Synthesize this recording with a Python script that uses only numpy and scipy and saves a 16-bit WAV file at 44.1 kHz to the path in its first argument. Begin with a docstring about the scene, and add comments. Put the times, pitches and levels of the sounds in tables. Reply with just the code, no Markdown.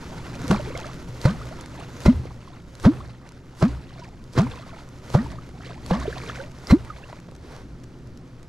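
"""In a kayak outdoors, an angler strikes a wooden clonk into the water nine times, an arm's length to the right.
Each stroke slaps the surface, drags a pocket of air down (its pitch falls) and lets it close with a rising gloop:
shaped noise for the torn water, gliding sines for the air. Spray lands as grit and ringing bubbles, filtered
noise shudders the hull, a jacket sleeve swishes with the arm, and drops tick, over a low rumble and faint hiss."""
import sys
import numpy as np
from scipy import signal
from scipy.fft import rfft, irfft, next_fast_len
from scipy.io import wavfile

SR = 44100
rng = np.random.default_rng(int(sys.argv[2]) if len(sys.argv) > 2 else 0)


def wrap_up_sound(samples):
    """Save the sound to the file named by the first command line argument, as 16-bit audio."""
    columns = np.atleast_2d(samples).T
    # keep every value between -1 and 1, then stretch to whole-number steps
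    tamed = np.clip(columns, -1, 1)
    steps = np.round(tamed * 32767).astype(np.int16)
    wavfile.write(sys.argv[1], SR, steps)


N = 373968
TIME = np.arange(N) / SR


def undb(db):
    """Decibels to gain."""
    return 10 ** (np.asarray(db) / 20)


def unit(x):
    """Scale to rms 1."""
    return x / np.sqrt(np.mean(x ** 2))


def curve(rows):
    """Gain over time from (time_s, level_db) rows."""
    return undb(np.interp(TIME, *np.transpose(rows)))


def colour(x, points):
    """Minimum-phase filter through (frequency_hz, level_db) points, built from the cepstrum."""
    hz, db = np.transpose(points)
    size = next_fast_len(N + SR // 4, True) // 2 * 2
    bins_hz = np.arange(size // 2 + 1) * SR / size
    gain = undb(np.interp(np.log(bins_hz + 1), np.log(hz), db))
    cepstrum = irfft(np.log(gain))
    # folding the cepstrum forward makes the filter causal
    cepstrum[1:size // 2] *= 2
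    cepstrum[size // 2 + 1:] = 0
    response = np.exp(rfft(cepstrum))
    return irfft(rfft(x, size) * response)[..., :N]


# difference between the two microphone ports: [frequency_hz, side_minus_mid_db]
PORT_WIDTH = [(25, -10), (70, -21), (250, -25), (600, -15), (1200, -13), (2200, -11), (5000, -10),
              (12000, -5)]


def noise(points, grain_db=0.):
    """Stereo noise of rms 1, gritty when grain_db is high; the ports differ most in the treble."""
    grains = np.repeat(rng.exponential(size=N // 32 + 1), 32)[:N]
    mid, side = rng.standard_normal((2, N)) * undb(grain_db * grains)
    side = colour(side, PORT_WIDTH)
    return unit(colour(np.array([mid + side, mid - side]), points))


def walk(rate):
    """Slow chance with a spread near 1, rate knots per second; it holds still after 2000 knots."""
    knots = rng.standard_normal(2000)
    return np.interp(TIME * rate, np.arange(len(knots)), knots)


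def add(out, s, sound):
    """Mix a sound in at time s."""
    start = max(int(s * SR), 0)
    count = max(min(sound.shape[-1], N - start), 0)
    out[..., start:start + count] += sound[..., :count]


def sine(hz):
    """A sine that follows a pitch track."""
    return np.sin(2 * np.pi * np.cumsum(hz) / SR)


def swell(t, rise, fall):
    """Grows towards t = 0 and dies away after it."""
    return np.exp(-np.abs(t) / np.where(t < 0, rise, fall))


def hump(t, spread):
    """A smooth rise and fall around t = 0."""
    return np.exp(-.5 * (t / spread) ** 2)


def close(t, life):
    """Stays open, then shuts quickly."""
    return np.exp(-(t / life) ** 4)


def resonate(modes):
    """One noise source ringing in (pitch_hz, width_hz, level_db) modes, scaled to rms 1."""
    wash = rng.standard_normal(N)
    ring = 0
    for hz, width, db in modes:
        ring = ring + undb(db) * signal.lfilter(*signal.iirpeak(hz, hz / width, fs=SR), wash)
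    return unit(ring)


def bubble(hz, t60, rise, pan=0.):
    """A bubble swells quickly and rings out; its pitch glides by the fraction rise each second."""
    t = TIME[:int(t60 * SR)]
    onset = 1 - np.exp(-14 * t / t60)
    ring = sine(hz * (1 + rise * t)) * undb(-60 * t / t60) * onset
    return ring * np.array([[1 + pan], [1 - pan]])


def swarm(centre_hz, octaves, turns, scatter_db, tilt_db, count):
    """Small bubbles at random moments, rms 1; the smaller ones are higher, shorter and mostly fainter."""
    out = np.zeros((2, N))
    moments = rng.uniform(0, TIME[-1], count)
    for s, (size, strength, glide, pan) in zip(moments, rng.standard_normal((count, 4))):
        hz = np.clip(centre_hz * 2 ** (octaves * size), 400, 9000)
        db = scatter_db * min(strength, 2) + tilt_db * max(size, -1)
        add(out, s, undb(db) * bubble(hz, turns / hz, 7 * (1 + glide), .15 * pan))
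    return unit(out)


# relative level of the low rumble under open sky: [time_s, level_db]
RUMBLE_LEVEL = [(0, -41), (.5, -36), (1.0, -41), (1.9, -41.5), (2.5, -47), (3.4, -48), (4.6, -45),
                (6.3, -40.5), (7.05, -47), (7.6, -44), (8.48, -43)]
# spectrum of the rumble, with its hum: [frequency_hz, relative_db_per_hz]
RUMBLE_SPECTRUM = [(20, 2.5), (40, -4.5), (58, 5), (80, -1), (105, -1), (128, 9), (150, -2), (172, 3),
                   (200, -7), (245, -1.5), (320, -7), (370, -6.5), (450, -18), (900, -59.5)]
# spectrum of the open air: [frequency_hz, relative_db_per_hz]
AIR_SPECTRUM = [(290, -37), (500, -1.5), (699, -8.5), (1150, -51), (1250, -11), (1990, -37), (6880, -67),
                (7580, -33.5), (14000, -73)]


def outdoors(rumble_db=3, air_db=-62.5):
    """A low, humming, wavering rumble and a faint even hiss of open air, both coloured noise."""
    waver = undb(1.3 * walk(7))
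    rumble = undb(rumble_db) * curve(RUMBLE_LEVEL) * waver * noise(RUMBLE_SPECTRUM)
    return rumble + undb(air_db) * noise(AIR_SPECTRUM)


# level of the water that trickles and laps between strokes: [time_s, level_db]
TRICKLE_LEVEL = [(0, -48), (.45, -44.5), (1.1, -67), (7.1, -55.5), (7.6, -64)]
# spray and run-off, one row a stroke: [spray_db, flight_s, spread_s, runoff_db, runoff_delay_s]
STROKE_SHOWERS = [(-41, 0.21, 0.16, -43, 0.3), (-44.5, 0.21, 0.17, -44.5, 0.55),
                  (-49.5, 0.22, 0.069, -49, .42), (-49, 0.2, 0.091, -53.5, 0.43),
                  (-50.5, 0.16, 0.16, -50, .4), (-43, 0.16, .08, -46.5, 0.34),
                  (-45.5, 0.12, 0.1, -42.5, 0.54), (-38, 0.19, 0.15, -39, .43),
                  (-48.5, 0.22, 0.095, -48.5, 0.38)]


def falling_water(delay_s=0.028, rise_s=0.018, fall_s=0.033, runoff_spread_s=0.072):
    """How much water is landing: each stroke's splash, its spray coming down, then the run-off from the clonk."""
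    power = curve(TRICKLE_LEVEL) ** 2
    for (s, *_, splash_db), shower in zip(STROKES, STROKE_SHOWERS):
        spray_db, flight, spread, runoff_db, runoff_delay = shower
        t = TIME - s
        splash = undb(splash_db) * swell(t - delay_s, rise_s, fall_s)
        landing = undb(spray_db) * hump(t - flight, spread)
        runoff = undb(runoff_db) * hump(t - runoff_delay, runoff_spread_s)
        power = power + splash ** 2 + landing ** 2 + runoff ** 2
    return np.sqrt(power)


# spectrum of the landing wash: [frequency_hz, relative_db_per_hz]
SPRAY_SPECTRUM = [(200, -11), (500, 3), (1100, -8.5), (2000, 0), (3000, -17), (4300, -6), (7000, -25),
                  (12000, -38)]
# spectrum of tiny drops and ticks: [frequency_hz, relative_db_per_hz]
DROP_SPECTRUM = [(1500, 4), (3500, 0.5), (5800, 4), (8500, -2.5), (12000, -15), (15000, -11)]


def spray(wash_db=-9, gurgle_db=-3.0, drip_db=-7, spatter_db=-10.0, crackle_db=-15, clump_db=3):
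    """Landing water: gritty noise for wash and crackle, swarms of bubbles for gurgle, longer drips and spatter."""
    gurgle = swarm(1350, .7, turns=19, scatter_db=4.0, tilt_db=-2.5, count=2400)
    drips = swarm(1000, .6, turns=34, scatter_db=3, tilt_db=-2, count=220)
    spatter = swarm(3400, .55, turns=24, scatter_db=4.3, tilt_db=-2, count=3200)
    crackle = noise(DROP_SPECTRUM, grain_db=3.4)
    wash = noise(SPRAY_SPECTRUM, grain_db=2.5)
    clumps = undb(clump_db * walk(55))
    bubbles = undb(gurgle_db) * np.sqrt(clumps) * gurgle + undb(drip_db) * drips
    fine = undb(spatter_db) * spatter + undb(crackle_db) * crackle + undb(wash_db) * wash
    return falling_water() * (bubbles + clumps * fine)


# relative level of the jacket's light rustle between swings: [time_s, level_db]
RUSTLE_LEVEL = [(0, -55), (1.9, -60.5), (2.45, -73), (4.2, -69), (5.6, -70), (6.2, -82), (6.9, -67.5),
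                (8.48, -74)]
# sleeve with the arm, one row a stroke: [downswing_db, lift_db], relative
ARM_SWINGS = [(-42.5, -68), (-47, -59), (-45, -60.5), (-50.5, -69), (-56.5, -81), (-57, -56), (-47, -59.5),
              (-52, -49.5), (-47.5, -59)]
# a hand slides onto the trouser knee: [time_s, level_db]
RUB_LEVEL = [(7.36, -63), (7.45, -50), (7.53, -44.5), (7.6, -47.5), (7.66, -57)]
# spectrum of the sleeve: [frequency_hz, relative_db_per_hz]
SLEEVE_SPECTRUM = [(290, -10.5), (500, 3), (835, -8.5), (935, -3), (1060, -6), (1450, -4.5), (1700, -10.5),
                   (2050, -9), (2530, -13), (6670, -17), (8490, -26), (12100, -29.5), (14000, -26),
                   (15000, -57)]
# spectrum of the hand on the knee: [frequency_hz, relative_db_per_hz]
RUB_SPECTRUM = [(240, -52), (400, -2.5), (502, -0.5), (556, -5), (1490, -11.5), (3070, -21.5),
                (6000, -24.5), (7800, -54), (13200, -120)]


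def clothes(sleeve_db=4, rustle_db=6, weave_db=-13):
    """Gritty noise of a sleeve swishing down into each stroke and up again; at the end a hand rests on the knee."""
    down_lead_s, down_rise_s, down_fall_s = 0.016, .13, 0.049
    lift_delay_s, lift_spread_s = 0.33, 0.21
    power = (undb(rustle_db) * curve(RUSTLE_LEVEL)) ** 2
    for (s, *_), (down_db, lift_db) in zip(STROKES, ARM_SWINGS):
        t = TIME - s
        down = undb(down_db) * swell(t + down_lead_s, down_rise_s, down_fall_s)
        lift = undb(lift_db) * hump(t - lift_delay_s, lift_spread_s)
        power = power + down ** 2 + lift ** 2
    folds = undb(1.6 * walk(45))
    sleeve = undb(sleeve_db) * folds * np.sqrt(power) * noise(SLEEVE_SPECTRUM, grain_db=2.0)
    weave = undb(weave_db) * noise(SWISH_SPECTRUM, grain_db=2.5)
    return sleeve + curve(RUB_LEVEL) * (noise(RUB_SPECTRUM) + weave)


# the clearest drops on jacket and deck: [start_s, level_db], relative
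DROP_TICKS = [(0.3534, -32), (0.7754, -23.5), (1.6107, -29.5), (1.66, -31.5), (2.0046, -29),
              (2.7526, -32.5), (2.799, -30.5), (3.2905, -36), (3.3203, -39), (4.335, -35), (5.8624, -26.5),
              (7.201, -39), (7.3522, -40), (7.8361, -42)]
# light knocks of gear on the boat: [start_s, level_db, pitch_hz], level relative
GEAR_KNOCKS = [(2.253, -38, 442), (7.129, -28.5, 934), (7.287, -34.5, 610), (7.321, -35.5, 533)]


def ticks(tick_db=-4, tick_s=0.0014, stray_db=-41, knock_db=-1, knock_t60=0.022, count=26):
    """Drops tick on cloth and plastic as tiny noise bursts, faint strays among them; gear knocks as damped sines."""
    strikes, knocks, t = np.zeros(N), np.zeros(N), TIME[:SR // 15]
    strays = [(when * TIME[-1], stray_db + 8 * (size - .5)) for when, size in rng.random((count, 2))]
    for s, db in list(DROP_TICKS) + strays:
        add(strikes, s, undb(db + tick_db) * np.exp(-t / tick_s))
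    knock_modes = [(.7, -1.5), (1, -1.5), (1.45, -9.5), (2.1, -11)]  # pitch ratio, dB
    for s, db, hz in GEAR_KNOCKS:
        ring = sum(undb(mode_db) * np.sin(2 * np.pi * hz * ratio * t) for ratio, mode_db in knock_modes)
        add(knocks, s, undb(db + knock_db - 60 * t / knock_t60) * ring)
    return strikes * noise(DROP_SPECTRUM) + knocks


# the largest bubbles, from falling spray or left below by a stroke:
# [start_s, level_db, pitch_hz, t60_s, relative_pitch_rise_per_s]
LARGE_BUBBLES = [(0.442, -15, 293, 0.05, -4), (0.545, -14, 1230, 0.015, 19), (0.546, -16.5, 740, 0.039, 18),
                 (0.595, -18, 616, 0.061, -3.5), (0.673, -20.5, 400, .053, 4), (0.704, -18, 524, 0.025, -4),
                 (0.75, -18.5, 520, 0.025, 0), (0.753, -20.5, 2170, .023, -5),
                 (0.846, -23.5, 1240, .02, 17), (1.412, -26, 1100, 0.05, 22),
                 (1.511, -24.5, 532, .068, 20.5), (2.143, -13, 76, 0.23, 1), (2.254, -19.5, 460, 0.017, 5),
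                 (2.475, -30.5, 1050, .028, -1), (3.004, -26.5, 1040, 0.04, 18),
                 (4.018, -31.5, 1000, 0.08, -3), (4.467, -18, 940, 0.021, 12),
                 (5.186, -24.5, 1780, 0.04, 6), (5.26, -24, 925, .035, -3), (5.385, -26, 1160, 0.026, 14),
                 (5.948, -16, 1130, .035, -3), (5.958, -15, 710, .017, -8), (6.054, -16.5, 620, 0.035, 2),
                 (6.078, -9.5, 382, 0.042, 15), (6.127, -19, 1530, 0.018, 32), (6.166, -26, 680, .025, -5),
                 (6.296, -18.5, 1140, 0.033, 32), (6.297, -22.5, 1640, 0.018, 17),
                 (6.388, -24, 507, 0.19, 3), (6.401, -22, 1460, 0.024, 12), (6.671, -15.5, 5100, 0.0039, 4),
                 (6.901, -19.5, 1285, .039, -4), (7.038, -30, 2600, .022, 15)]


def plops():
    """The larger bubbles that stand out of the spray, each a ringing, gliding sine."""
    out = np.zeros((2, N))
    pans = rng.standard_normal(len(LARGE_BUBBLES))
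    for (s, db, hz, t60, rise), pan in zip(LARGE_BUBBLES, pans):
        add(out, s, undb(db) * bubble(hz, t60, rise, 0.13 * pan))
    return out


# spectrum of the bright swish: [frequency_hz, relative_db_per_hz]
SWISH_SPECTRUM = [(1500, -9), (4500, 4), (8000, -2), (12000, -9), (15000, -9)]


def swish(db=-49, lead_s=.016, spread_s=0.025, ragged_db=3.):
    """A bright, ragged noise hiss as the stroke reaches full speed, just before the cup goes in."""
    speed = sum(hump(TIME - s + lead_s, spread_s) for s, *_ in STROKES)
    return undb(db + ragged_db * walk(130)) * speed * noise(SWISH_SPECTRUM, grain_db=2.5)


# the cup meets the water, one row a stroke (treble_db is relative to level_db):
# [start_s, level_db, treble_db, opening_pocket_db, rise_s, fall_s, wood_ring_db, hull_shudder_db, splash_db]
STROKES = [(0.511, -14, 0, -21, 0.0023, 0.0072, -40, -38, -30.5),
           (1.2548, -19.5, 1, -29, 0.0048, 0.0072, -30.5, -29.5, -33),
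           (2.061, -14, -2, -15.5, 0.0027, 0.0049, -27.5, -29, -37),
           (2.8533, -14.5, -10, -16, 0.0066, 0.012, -44, -29.5, -54),
           (3.6250, -18, -13, -21, 0.0064, 0.013, -59, -31, -38),
           (4.38, -17, -5.5, -24, 0.0089, 0.02, -37, -29.5, -35),
           (5.152, -12.5, -4, -11.5, 0.005, 0.0046, -55, -29.5, -46),
           (5.9110, -23, 0.5, -14.5, 0.0054, 0.0031, -41, -30.5, -28),
           (6.7118, -18.5, -3, -20, 0.0091, 0.0099, -24, -34, -59)]
# spectrum of the torn water: [frequency_hz, relative_db_per_hz]
SLAP_SPECTRUM = [(150, 7.5), (400, 8), (700, -4.5), (1000, 1), (1400, -1.5), (2000, -11), (2900, -14.5),
                 (4200, -13), (6000, -18), (8500, -27.5), (12000, -34.5), (15000, -33)]
# modes of the wooden handle: [pitch_hz, width_hz, relative_db]
HANDLE_MODES = [(1436, 36, 2), (2063, 91, 8), (4060, 100, 2)]


def slaps(herald_db=-19, lead_s=0.015, trail_s=0.062, split_hz=2600, ring_s=0.012):
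    """A noise burst of torn water as the cup enters, heralded by the swish of the stroke; the wood rings briefly."""
    body, treble, ring = np.zeros((3, N))
    for s, db, treble_db, _, rise, fall, ring_db, *_ in STROKES:
        near = np.abs(TIME - s) < .3
        t = TIME[near] - s
        burst = swell(t, rise, fall) + undb(herald_db) * swell(t, lead_s, trail_s)
        body[near] += undb(db) * burst
        treble[near] += undb(db + treble_db) * burst
        ring[near] += undb(ring_db) * swell(t, rise, ring_s)
    water = noise(SLAP_SPECTRUM, grain_db=2.5) * undb(2.8 * walk(300))
    low = signal.sosfilt(signal.butter(1, split_hz, fs=SR, output="sos"), water)
    return low * body + (water - low) * treble + ring * resonate(HANDLE_MODES)


# the cup shoves the water aside in one deep swing: [start_s, level_db, pitch_hz]
WATER_SHOVES = [(0.5014, -9.5, 168), (1.2534, -10.5, 137), (2.0607, -9, 80), (2.8528, -9, 96),
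                (3.6215, -13, 108), (4.3817, -12.5, 119), (5.15, -4.5, 141), (5.9119, -11, 169),
                (6.7073, -11, 64)]


def plunges(shallow_hz=1450, deep_hz=380, cycles=1.31):
    """The pocket deepens, so its note dives; then the shoved water gives one heavy swing."""
    out = np.zeros(N)
    depth = np.linspace(0, 1, int(.009 * SR))
    dive = sine(shallow_hz + (deep_hz - shallow_hz) * depth) * np.sin(np.pi * depth ** 2)
    for s, _, _, db, *_ in STROKES:
        add(out, s - .007, undb(db) * dive)
    t = TIME[:SR // 10]
    for s, db, hz in WATER_SHOVES:
        add(out, s, -undb(db) * np.sin(2 * np.pi * hz * t) * close(t, cycles / hz))
    return out


# the air pocket closes:
# [start_s, level_db, start_hz, final_hz, glide_s, t60_s, lifetime_s, first_overtone_hz, overtone_db]
POCKET_GLOOPS = [(0.5093, -10.5, 189, 246, 0.099, 0.52, 0.054, 518, -24),
                 (1.2531, -10, 104, 371, 0.12, 0.32, 0.1, 505, -23),
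                 (2.0785, -3.5, 67, 256, 0.0077, 1, 0.04, 583, -26.5),
                 (2.8628, -3.5, 150, 423, 0.046, 0.96, 0.043, 571, -25.5),
                 (3.625, -9, 113.5, 327, 0.043, 0.73, 0.063, 592, -26.5),
                 (4.3913, -11, 141, 427, 0.12, 0.45, 0.079, 581, -27.5),
                 (5.1582, -14.5, 142.4, 410, 0.117, 0.72, 0.081, 552, -28),
                 (5.915, -10.5, 140.5, 404, 0.12, 0.21, 0.41, 485, -25),
                 (6.7241, -1, 144, 427, 0.026, 0.42, 0.032, 547, -26.5)]
# higher modes of the tube of air: [ratio_to_first_overtone, relative_db, t60_s]
TUBE_MODES = [(1.001, 5.5, 0.13), (1.68, -7.5, 0.49), (2.25, -12, 0.35), (3.3, -15, 0.2)]


def gloops(overtone_rise=7.5, overtone_life=0.66, shut=0.8, remnant=0.24, linger_s=0.014):
    """The pocket snaps open to the air and rings; it shortens as water returns, so its modes rise until it shuts."""
    out, t = np.zeros(N), TIME[:SR // 5]
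    for s, db, start_hz, final_hz, glide, t60, life, over_hz, over_db in POCKET_GLOOPS:
        hz = final_hz - (final_hz - start_hz) * np.exp(-t / glide)
        # once the mouth has shut, the trapped air rings on more weakly
        mouth = (1 - remnant) * close(t, shut * life) + remnant * close(t, life + linger_s)
        add(out, s, -sine(hz) * undb(db - 60 * t / t60) * mouth)
        for ratio, mode_db, mode_t60 in TUBE_MODES:
            # the rippling walls make the higher modes waver
            ripple = walk(160)[:len(t)]
            hz = over_hz * ratio * (1 + 0.057 * ripple) * (1 + overtone_rise * t)
            gain = undb(over_db + mode_db + 2 * ripple - 60 * t / mode_t60)
            add(out, s, sine(hz) * gain * close(t, overtone_life * life))
    return out


# modes of the hollow hull: [pitch_hz, width_hz, relative_db]
HULL_MODES = [(63.2, 5.1, 12), (89.8, 2.8, 7.5), (118.9, 6.2, 11), (162, 8.3, -26), (264, 9.1, -43)]


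def hull(delay_s=0.092, rise_s=0.075, fall_s=0.1, side_db=-12):
    """The collapsing water reaches the hollow hull and makes it shudder, its two walls a little differently."""
    push = sum(undb(db) * swell(TIME - s - delay_s, rise_s, fall_s) for s, *_, db, _ in STROKES)
    both_walls = resonate(HULL_MODES)
    difference = undb(side_db) * resonate(HULL_MODES) * np.array([[1], [-1]])
    return push * (both_walls + difference)


# level between the microphone ports: [frequency_hz, left_minus_right_db]
PORT_BALANCE = [(250, 0), (500, -2.8), (1000, -1.5), (2000, -1.5), (4000, -.6), (8000, 1.6), (12000, 2.6)]
# phase between the ports, negative where the right leads: [frequency_hz, left_lead_rad]
PORT_LEAD = [(250, 0), (500, -.7), (780, -.8), (1120, -.3), (1500, -.6), (2800, -1.1), (4000, -.45),
             (6000, -.3), (8000, 0)]


def from_right(x):
    """Sound from the right reaches the two ports with different phase and level."""
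    hz = np.fft.rfftfreq(N, 1 / SR)
    balance = undb(np.interp(hz, *np.transpose(PORT_BALANCE)))
    lead = np.interp(hz, *np.transpose(PORT_LEAD))
    # each port takes half of the difference
    half = np.sqrt(balance) * np.exp(.5j * lead)
    return irfft(rfft(x) * np.array([half, 1 / half]), N)


def scene():
    """Water and arm on the right, the boat below, open air all round."""
    water = slaps() + plunges() + gloops() + spray() + plops()
    return from_right(water + clothes() + swish()) + hull() + ticks() + outdoors()


# the microphone's top end: [frequency_hz, gain_db]
MICROPHONE_TOP = [(12400, 0), (13300, -11), (15000, -20)]


def record(dry, ceiling=.82, top_hz=15000):
    """The microphone chain rounds the highest peaks and loses the top of the treble."""
    held = dry / (1 + np.abs(dry / ceiling) ** 6) ** (1 / 6)
    low_pass = signal.ellip(8, .2, 70, top_hz, fs=SR, output="sos")
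    return signal.sosfilt(low_pass, colour(held, MICROPHONE_TOP))


dry = scene()
out = record(dry)
wrap_up_sound(out)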